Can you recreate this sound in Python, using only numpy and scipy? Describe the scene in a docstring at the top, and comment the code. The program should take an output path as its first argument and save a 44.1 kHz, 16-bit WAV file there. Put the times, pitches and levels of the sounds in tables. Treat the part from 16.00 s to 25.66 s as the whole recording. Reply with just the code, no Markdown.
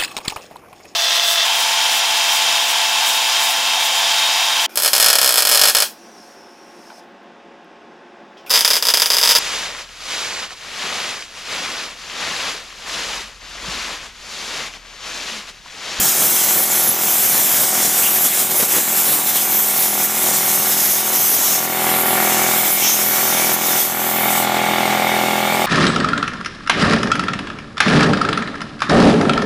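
"""Workshop: an air compressor knocks away steadily while a blow gun sprays a small hand-held part.
Compressor: harmonics of the shaft speed make the knock, over throbbing noise, ringing panels and thin whines.
Jet: coloured noises swell and change colour over edges and hollows, whistle now and then, die near the end.
Gusts: low noise lumps and tiny pops. A mono microphone with gain control ducks the compressor under the jet."""
import sys
import numpy as np
from scipy import signal
from scipy.io import wavfile
from scipy.ndimage import uniform_filter1d

SR = 44100
rng = np.random.default_rng(int(sys.argv[2]) if len(sys.argv) > 2 else 0)


def voltage_ratio(decibels):
    """Convert decibels (scalar or array-like) to amplitude ratios, 20 dB per decade."""
    exponent = np.asarray(decibels, float) / 20
    return 10 ** exponent


def inscribe(sig):
    """Save sig as 16-bit PCM at rate SR to the path in sys.argv[1].

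    A 1-D sig is mono; a 2-D sig holds one channel per row.
    Samples are clipped to [-1, 1] before scaling.
    """
    pcm = np.round(np.clip(np.atleast_2d(sig).T, -1, 1) * 32767)
    wavfile.write(sys.argv[1], SR, pcm.astype(np.int16))


N = 426006
CONTROL_HZ = 100  # rate of slow control rows


def evened(x):
    """Scales to rms 1."""
    return x / np.sqrt(np.mean(x ** 2) + 1e-20)


def read_spectrum(points, hz):
    """Reads a spectrum on a log-frequency axis; -80 dB below its first point."""
    point_hz, level_db = np.transpose(points)
    return np.interp(np.log(hz + 1), np.log(point_hz + 1), level_db, left=-80)


def resonate(x, hz, width_hz):
    """Resonance: shifts hz down to zero, smooths twice (width_hz per pass), shifts back."""
    turn = np.exp(2j * np.pi * np.cumsum(hz * np.ones(len(x))) / SR)
    r = np.exp(-np.pi * width_hz / SR)
    low = signal.lfilter([1 - r], [1, -r], x / turn)
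    low = signal.lfilter([1 - r], [1, -r], low)
    return 2 * (turn * low).real


def wander(corner_hz, count):
    """Slow random rows at CONTROL_HZ, rms 1 overall: white noise low-passed both ways."""
    raw = rng.standard_normal((N * CONTROL_HZ // SR + 2, count))
    b, a = signal.butter(1, np.clip(corner_hz / (CONTROL_HZ / 2), .001, .9))
    return evened(signal.filtfilt(b, a, raw, axis=0, padtype="even")).T


def spread(row):
    """Stretches a slow row to every sample."""
    return np.interp(np.arange(N) * CONTROL_HZ / SR, np.arange(len(row)), row)


def noise(spectrum, patchy_db, bins, frames, streaky_db=0.5):
    """Random short-time spectra with drifting patches and thin streaks from nearby echoes, rms 1."""
    hz = np.fft.rfftfreq(512, 1 / SR)
    real, imag, patches, streaks = rng.standard_normal((N // 128 + 5, 257, 4)).T
    patches = uniform_filter1d(uniform_filter1d(patches, size=bins, axis=0), size=frames, axis=1)
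    streaks = uniform_filter1d(uniform_filter1d(streaks, size=2, axis=0), size=70, axis=1)
    field_db = read_spectrum(spectrum, hz)[:, None]
    field_db = field_db + patchy_db * evened(patches) + streaky_db * evened(streaks)
    spectra = (real + 1j * imag) * voltage_ratio(field_db)
    return evened(signal.istft(spectra, nperseg=512, noverlap=384)[1][:N])


def no_bass(x, hz):
    """Small sources radiate no bass."""
    return signal.sosfilt(signal.butter(4, hz, "high", fs=SR, output="sos"), x)


# shaft speed: time_s, speed_turns_per_s
SHAFT_SPEED = [(0.0, 41.801), (0.8, 41.821), (1.5, 41.79), (2.1, 41.766), (2.7, 41.823), (3.4, 41.844),
               (4.2, 41.819), (5.0, 41.801), (5.8, 41.82), (6.6, 41.831), (7.4, 41.842), (8.2, 41.846),
               (9.0, 41.869), (9.66, 41.869)]
# knock, a row per multiple 1, 2, 3 .. of shaft speed, before path gain and waver:
# shaded_db (rms, behind arm and hands), clear_db (rms, clear path)
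KNOCK_ORDERS = [(-58, -58), (-50, -51), (-36, -38), (-37, -40), (-29, -30), (-37, -36), (-37, -38),
                (-35, -37), (-28, -34), (-39, -45), (-40, -46), (-39, -38), (-33, -34), (-39, -36),
                (-31, -32), (-38, -40), (-31, -31), (-25, -27), (-32, -30), (-29, -26), (-38, -33),
                (-33, -38), (-34, -40), (-37, -61), (-40, -39), (-40, -41), (-31, -37), (-34, -36),
                (-41, -38), (-40, -47), (-42, -45), (-46, -48), (-32, -36), (-35, -36), (-41, -49),
                (-38, -44), (-48, -52), (-49, -51), (-43, -42), (-41, -49), (-45, -54), (-39, -43),
                (-40, -41), (-39, -48), (-42, -46), (-47, -45), (-46, -48), (-39, -39), (-41, -46),
                (-39, -40), (-40, -40), (-35, -34), (-49, -53), (-44, -48)]
# arm and hands move across the compressor's path: time_s, clear_share_0_1, knock_db, rattle_db, panels_db
PATH = [(0, 0.01, -0.9, 1, -1), (5.6, 0, -1, -1.5, -0.5), (5.9, 0.1, -1, 1, 0.1),
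        (6.25, 0.1, 2.5, 4.5, 0.5), (6.8, 0.14, -1.3, 1.5, 7), (7.9, 0.05, -0.4, 2, -2),
        (8.25, 0.5, -0.5, 0, 1), (8.5, 1, -0.5, -1.5, -1.5), (8.9, 0.9, 0.2, 0.4, 0.3), (9.1, 0.9, 0, 0, 5),
        (9.35, 1, -0.1, -1.5, -1), (9.66, 0.8, 0, 0, 4.5)]
# air and rattle, relative spectrum: freq_hz, density_db_per_hz
RATTLE_SPECTRUM = [(59, -37), (100, -19), (213, -14), (376, -8), (454, -13), (836, -5.5), (930, -12),
                   (1300, -10.5), (2200, -8.5), (2490, -11.5), (3640, -13.5), (4890, -19), (9980, -41),
                   (13700, -17), (15200, -29)]
# casing panels ringing in the rattle, before path gain, swell and throb:
# pitch_hz, width_hz (per smoothing pass), level_db (rms), drift_hz (about rms)
CASING_PANELS = [(2155, 76, -34.5, 8.8), (2270, 96, -30.5, 14), (3677, 60, -39.5, 8)]
# casing whines, before swell: pitch_hz, level_db (peak)
CASING_WHINES = [(2498, -45), (2611, -45), (2697, -43), (2799, -42), (2929, -40), (2972, -44), (3085, -41),
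                 (3305, -38), (3408, -38), (3521, -38), (3661, -36), (4285, -46), (4522, -41)]


def compressor():
    """One sharp knock a turn through the casing, rattle that throbs with it, drifting panels, thin whines."""
    first_turns, rattle_base_db = .657, -22
    rebound_share, rebound_turns = .45, .4  # second, weaker blow: enters the phases only
    blow_phase_rad, scatter_rad = -1.9, .3  # a lurch down and up; parts and echoes scatter its orders
    slip_rad_per_order = .0045
    t = np.arange(N) / SR
    turns = first_turns + np.cumsum(np.interp(t, *np.transpose(SHAFT_SPEED))) / SR
    time_s, *columns = np.transpose(PATH)
    clear, knock_db, rattle_db, panels_db = (np.interp(t, time_s, c) for c in columns)

    shaded_db, clear_db = np.transpose(KNOCK_ORDERS)
    order = np.arange(len(KNOCK_ORDERS)) + 1
    # most scatter far from the main ring
    loose_rad = scatter_rad + np.clip(np.maximum((13 - order) / 6, (order - 32) / 8), 0, .8)
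    phase = blow_phase_rad + loose_rad * rng.standard_normal(len(order))
    phase += np.angle(1 + rebound_share * np.exp(-2j * np.pi * order * rebound_turns))
    waver_db = wander(2.0, count=len(order))
    slip = wander(2.4, count=len(order))
    knock = np.zeros(N)
    for i, k in enumerate(order):
        level_db = shaded_db[i] + clear * (clear_db[i] - shaded_db[i]) + 0.78 * spread(waver_db[i])
        angle = 2 * np.pi * k * turns + phase[i] + slip_rad_per_order * k * spread(slip[i])
        knock += voltage_ratio(level_db) * np.cos(angle)

    throb = evened(1 + 0.6 * np.exp(-(turns % 1) / 0.29) + 0.037 * np.cos(6 * np.pi * turns))
    rattle = voltage_ratio(rattle_base_db + rattle_db) * noise(RATTLE_SPECTRUM, patchy_db=1.65, bins=6, frames=20)
    swells = wander(6, count=len(CASING_PANELS) + len(CASING_WHINES))
    drifts = wander(3, count=len(CASING_PANELS))
    white = rng.standard_normal(N)
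    for (pitch_hz, width_hz, level_db, drift_hz), swell, drift in zip(CASING_PANELS, swells, drifts):
        ring = evened(resonate(white, pitch_hz + drift_hz * spread(drift), width_hz))
        rattle += voltage_ratio(level_db + panels_db + 1.7 * spread(swell)) * ring

    whine = np.zeros(N)
    for (pitch_hz, level_db), swell in zip(CASING_WHINES, swells[len(CASING_PANELS):]):
        tone = np.sin(2 * np.pi * (pitch_hz * t + rng.random()))
        whine += voltage_ratio(level_db + 2.5 * spread(swell)) * tone
    return np.sqrt(2) * voltage_ratio(knock_db) * knock + no_bass(throb * rattle, hz=146) + whine


# blow gun held on the part, before sweeps: time_s, hiss_db (nozzle; gain of the whole jet),
# small_ring_db, deep_ring_db (rings of small and deep hollows, relative to hiss)
JET_AIM = [(0, -0.5, -8.5, -8.5), (.5, -4.5, -4.5, -7.5), (.96, -11, -6, -5), (1.15, -4.5, -7.5, -9),
           (1.4, -0.5, -8, -10), (1.76, -10.5, -1.5, -2.5), (2.2, -6.5, -7.5, -11), (2.9, -8.5, -4.5, -8),
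           (3.5, -7.5, -7, -10.5), (4.1, -7.5, -8, -8.5), (4.68, -8.5, -8.5, -10), (4.73, -9.5, -9, -5),
           (4.95, -11.5, -8.5, -6), (5.05, -11, -6.5, -9), (5.15, -10.5, -10, -4), (5.35, -7.5, -8, -5.5),
           (5.53, -5, -7, -3.5), (5.7, -15.5, -7.5, -9.5), (6.1, -12.5, -9.5, -17), (6.28, -11.5, -7, -6),
           (6.47, -14, -4, -3.5), (6.58, -8, -8, -10.5), (7.0, -7.5, -7.5, -6), (7.35, -11.5, -9, -6),
           (7.6, -14.5, -7.5, -3.5), (8.05, -14, -8.5, -11.5), (8.3, -18, -11, -13), (8.42, -17, -6, -12),
           (8.47, -34, 2, 0)]
# jet sweeps across an edge: peak_s, length_s (twice the rise from 1/e), swell_db,
# extra_ring_db (of the hollows, before lag)
EDGE_SWEEPS = [(0.057, 0.19, -1.5, 4), (0.27, 0.16, 2, 0.5), (0.397, 0.12, 1.5, 2.5),
               (0.585, 0.12, 6.5, -1.5), (0.872, 0.2, 6.5, -1), (1.135, 0.078, 5, 0.5),
               (1.257, 0.2, 2.5, 2), (1.593, 0.15, 5, 0.5), (1.864, .07, 8, 1.5), (2.014, 0.25, 5, 2),
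               (2.255, 0.045, 10, 6.5), (2.362, 0.13, 6, 7), (2.514, 0.018, 4, 2), (2.605, 0.072, 8.5, 3),
               (2.74, 0.15, 8, 3.5), (2.993, 0.068, 4.5, 2.5), (3.123, 0.12, 10.5, 2),
               (3.292, 0.053, 8.5, 3), (3.378, 0.11, 5.5, 4.5), (3.613, 0.17, 7, 1), (3.825, 0.076, 7, 2),
               (4.045, 0.039, 7, 2), (4.315, 0.093, -0.5, 4.5), (4.365, 0.044, 6, 1.5),
               (4.505, 0.14, 3, 1.5), (4.718, 0.035, 5, 4), (4.863, 0.26, 11, 3.5), (5.163, 0.052, 6, 1),
               (5.28, 0.16, 8, 1.5), (5.49, 0.11, 1.5, -0.5), (6.732, 0.045, 4.5, -5),
               (6.837, 0.059, -2, 1), (6.914, 0.066, 3, 2), (7.08, .1, 1, -5.5), (7.356, 0.087, -1, 0),
               (7.48, 0.089, 2.5, -1), (7.54, 0.026, 8.5, -2), (7.69, .08, 7.5, 1), (7.817, .09, 9.5, 5),
               (8.096, 0.065, 0, 0.5), (8.32, 0.11, 2, 3.5)]
# relative spectra of the parts of the jet, each: freq_hz, density_db_per_hz
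HISS_SPECTRUM = [(7500, -34), (9700, -7.5), (11000, 1.5), (13000, 2), (14600, 2), (15400, 0)]
SMALL_HOLLOW_SPECTRUM = [(5800, -29), (7000, -2.5), (8500, -1.5), (9400, -4), (11000, -11.5)]
DEEP_HOLLOW_SPECTRUM = [(4300, -21), (4850, -9.5), (5150, -4.5), (5600, -3), (6300, 0), (7000, -4.5),
                        (8300, -12)]
ROAR_SPECTRUM = [(100, 1.5), (300, 0), (1200, 0), (2200, 0), (2800, -0.5), (3400, 2), (4300, -1.5),
                 (6000, -8.5)]
# edge whistles: start_s, end_s, start_hz, end_hz, width_hz (per smoothing pass),
# level_db (relative to hiss, before fades)
EDGE_WHISTLES = [(.68, 0.757, 7600, 6300, 300, -8), (.77, .84, 11100, 11000, 60, -12),
                 (0.84, 0.95, 10880, 11520, 66, -1.5), (2.0, 2.11, 2650, 3000, 800, -10.5),
                 (3.34, 3.44, 3600, 3100, 900, -12), (6.794, 7.013, 6500, 6100, 500, -6),
                 (6.79, 6.945, 5800, 5500, 690, -4), (6.78, 6.95, 2680, 3300, 1800, -7),
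                 (7.628, 7.856, 3740, 3300, 270, -17)]


def blow_gun():
    """Turbulent air: coloured noises follow the aim of the jet, swell at each edge and flutter together."""
    sweep_fall = 1.38  # a swell dies this many times slower than it rises
    small_lag, deep_lag, roar_lag = 0.57, 0.47, 0.35  # share of a swell each part does not follow
    roar_base_db, roar_with_ring = -5, 0.63  # relative to hiss; how far roar follows the hollows
    t = np.arange(N) / SR
    time_s, *columns = np.transpose(JET_AIM)
    hiss_db, small_db, deep_db = (np.interp(t, time_s, c) for c in columns)
    swell_db, ring_db = np.zeros((2, N))
    for peak_s, length_s, sweep_db, extra_ring_db in EDGE_SWEEPS:
        side_s = length_s * np.where(t > peak_s, sweep_fall, 1)
        shape = np.exp(-(2 * (t - peak_s) / side_s) ** 2)
        swell_db += sweep_db * shape
        ring_db += extra_ring_db * shape
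    mean_ring_db = (small_db + deep_db) / 2 + ring_db
    roar_db = roar_base_db + roar_with_ring * mean_ring_db - roar_lag * swell_db
    small_db = small_db + ring_db - small_lag * swell_db
    deep_db = deep_db + ring_db - deep_lag * swell_db

    air = noise(HISS_SPECTRUM, patchy_db=1.5, bins=12, frames=30, streaky_db=2.5)
    air += voltage_ratio(small_db) * noise(SMALL_HOLLOW_SPECTRUM, patchy_db=1.7, bins=8, frames=30, streaky_db=1.7)
    air += voltage_ratio(deep_db) * noise(DEEP_HOLLOW_SPECTRUM, patchy_db=0.8, bins=8, frames=30, streaky_db=1.8)
    air += voltage_ratio(roar_db) * noise(ROAR_SPECTRUM, patchy_db=1.5, bins=6, frames=16, streaky_db=1.24)
    for start_s, end_s, start_hz, end_hz, width_hz, level_db in EDGE_WHISTLES:
        span = slice(round(start_s * SR), round(end_s * SR))
        turbulence = rng.standard_normal(SR // 2)[:span.stop - span.start]
        glide_hz = np.linspace(start_hz, end_hz, len(turbulence))
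        tone = evened(resonate(turbulence, glide_hz, width_hz))
        air[span] += voltage_ratio(level_db) * tone * signal.windows.tukey(len(tone), .85)
    flutter_db = 0.86 * spread(wander(24, count=1)[0])
    return no_bass(air, hz=132) * voltage_ratio(hiss_db + swell_db + flutter_db)


# gusts of turned-back air that buffet the microphone: centre_s, length_s (between 1/e points),
# thump_db, crackle_db
AIR_GUSTS = [(0.027, 0.11, -14, -40), (0.242, 0.071, -14, -40), (0.586, 0.061, -10.5, -35),
             (0.878, 0.061, -15.5, -40), (1.366, 0.094, -10, -35), (1.61, 0.079, -17, -40),
             (1.86, 0.06, -17, -35), (2.263, 0.035, -13, -35), (2.605, 0.022, -6, -17),
             (2.631, 0.013, -2, -24), (2.77, 0.071, -19, -14), (2.778, 0.018, -5.5, -28),
             (3.143, 0.13, -12.5, -35), (4.89, 0.058, -15, -35), (7.542, 0.043, -26, -40)]
# wind noise, relative spectrum: freq_hz, density_db_per_hz
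BUFFET_SPECTRUM = [(25, -14), (60, -10), (110, -8.5), (200, -2), (500, -7), (2500, -17.5)]


def gusts():
    """Ragged lumps of low wind noise with a crackle of tiny pops, over a faint steady draught."""
    pops_per_s, draught_db = 900, -33.0
    t = np.arange(N) / SR
    thump, crackle = np.zeros((2, N))
    for centre_s, length_s, thump_db, crackle_db in AIR_GUSTS:
        shape = np.exp(-(2 * (t - centre_s) / length_s) ** 4)
        thump += voltage_ratio(thump_db) * shape
        crackle += voltage_ratio(crackle_db) * shape
    ragged = voltage_ratio(2.4 * evened(uniform_filter1d(rng.standard_normal(N), size=160)))
    pops = (rng.random(N) < pops_per_s / SR) * rng.laplace(size=N)
    pops = evened(signal.sosfilt(signal.butter(2, [200, 3000], "band", fs=SR, output="sos"), pops))
    wind = noise(BUFFET_SPECTRUM, patchy_db=0.5, bins=3, frames=4, streaky_db=1.5)
    return (voltage_ratio(draught_db) + thump * evened(ragged)) * wind + crackle * pops


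def scene():
    """One microphone feeds both channels."""
    mono = compressor() + blow_gun() + gusts()
    return np.array([mono, mono])


def roll_off(x):
    """The treble ends steeply here."""
    return signal.sosfilt(signal.butter(12, 16550, fs=SR, output="sos"), x)


def record(dry):
    """Bass cut, gain control that drops fast and recovers slowly, then a band limit."""
    threshold_db, duck_db_per_db, recovery_db_per_s, edge_hz = -14.5, 0.83, 21.9, 15330
    cut = signal.sosfilt(signal.butter(2, 100, "high", fs=SR, output="sos"), dry)
    power_db = 10 * np.log10(abs(uniform_filter1d(cut[0] ** 2, size=900)) + 1e-12)
    over_db = duck_db_per_db * np.maximum(power_db - threshold_db, 0)
    recovered_db = np.arange(N) * recovery_db_per_s / SR
    duck_db = np.maximum.accumulate(over_db + recovered_db) - recovered_db
    ducked = cut / voltage_ratio(uniform_filter1d(duck_db, size=400))
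    low_pass = signal.firwin(801, edge_hz, window=("kaiser", 10), fs=SR)[None]
    mix = signal.oaconvolve(ducked, low_pass, "same")
    return roll_off(mix)


dry = scene()
out = record(dry)
inscribe(out)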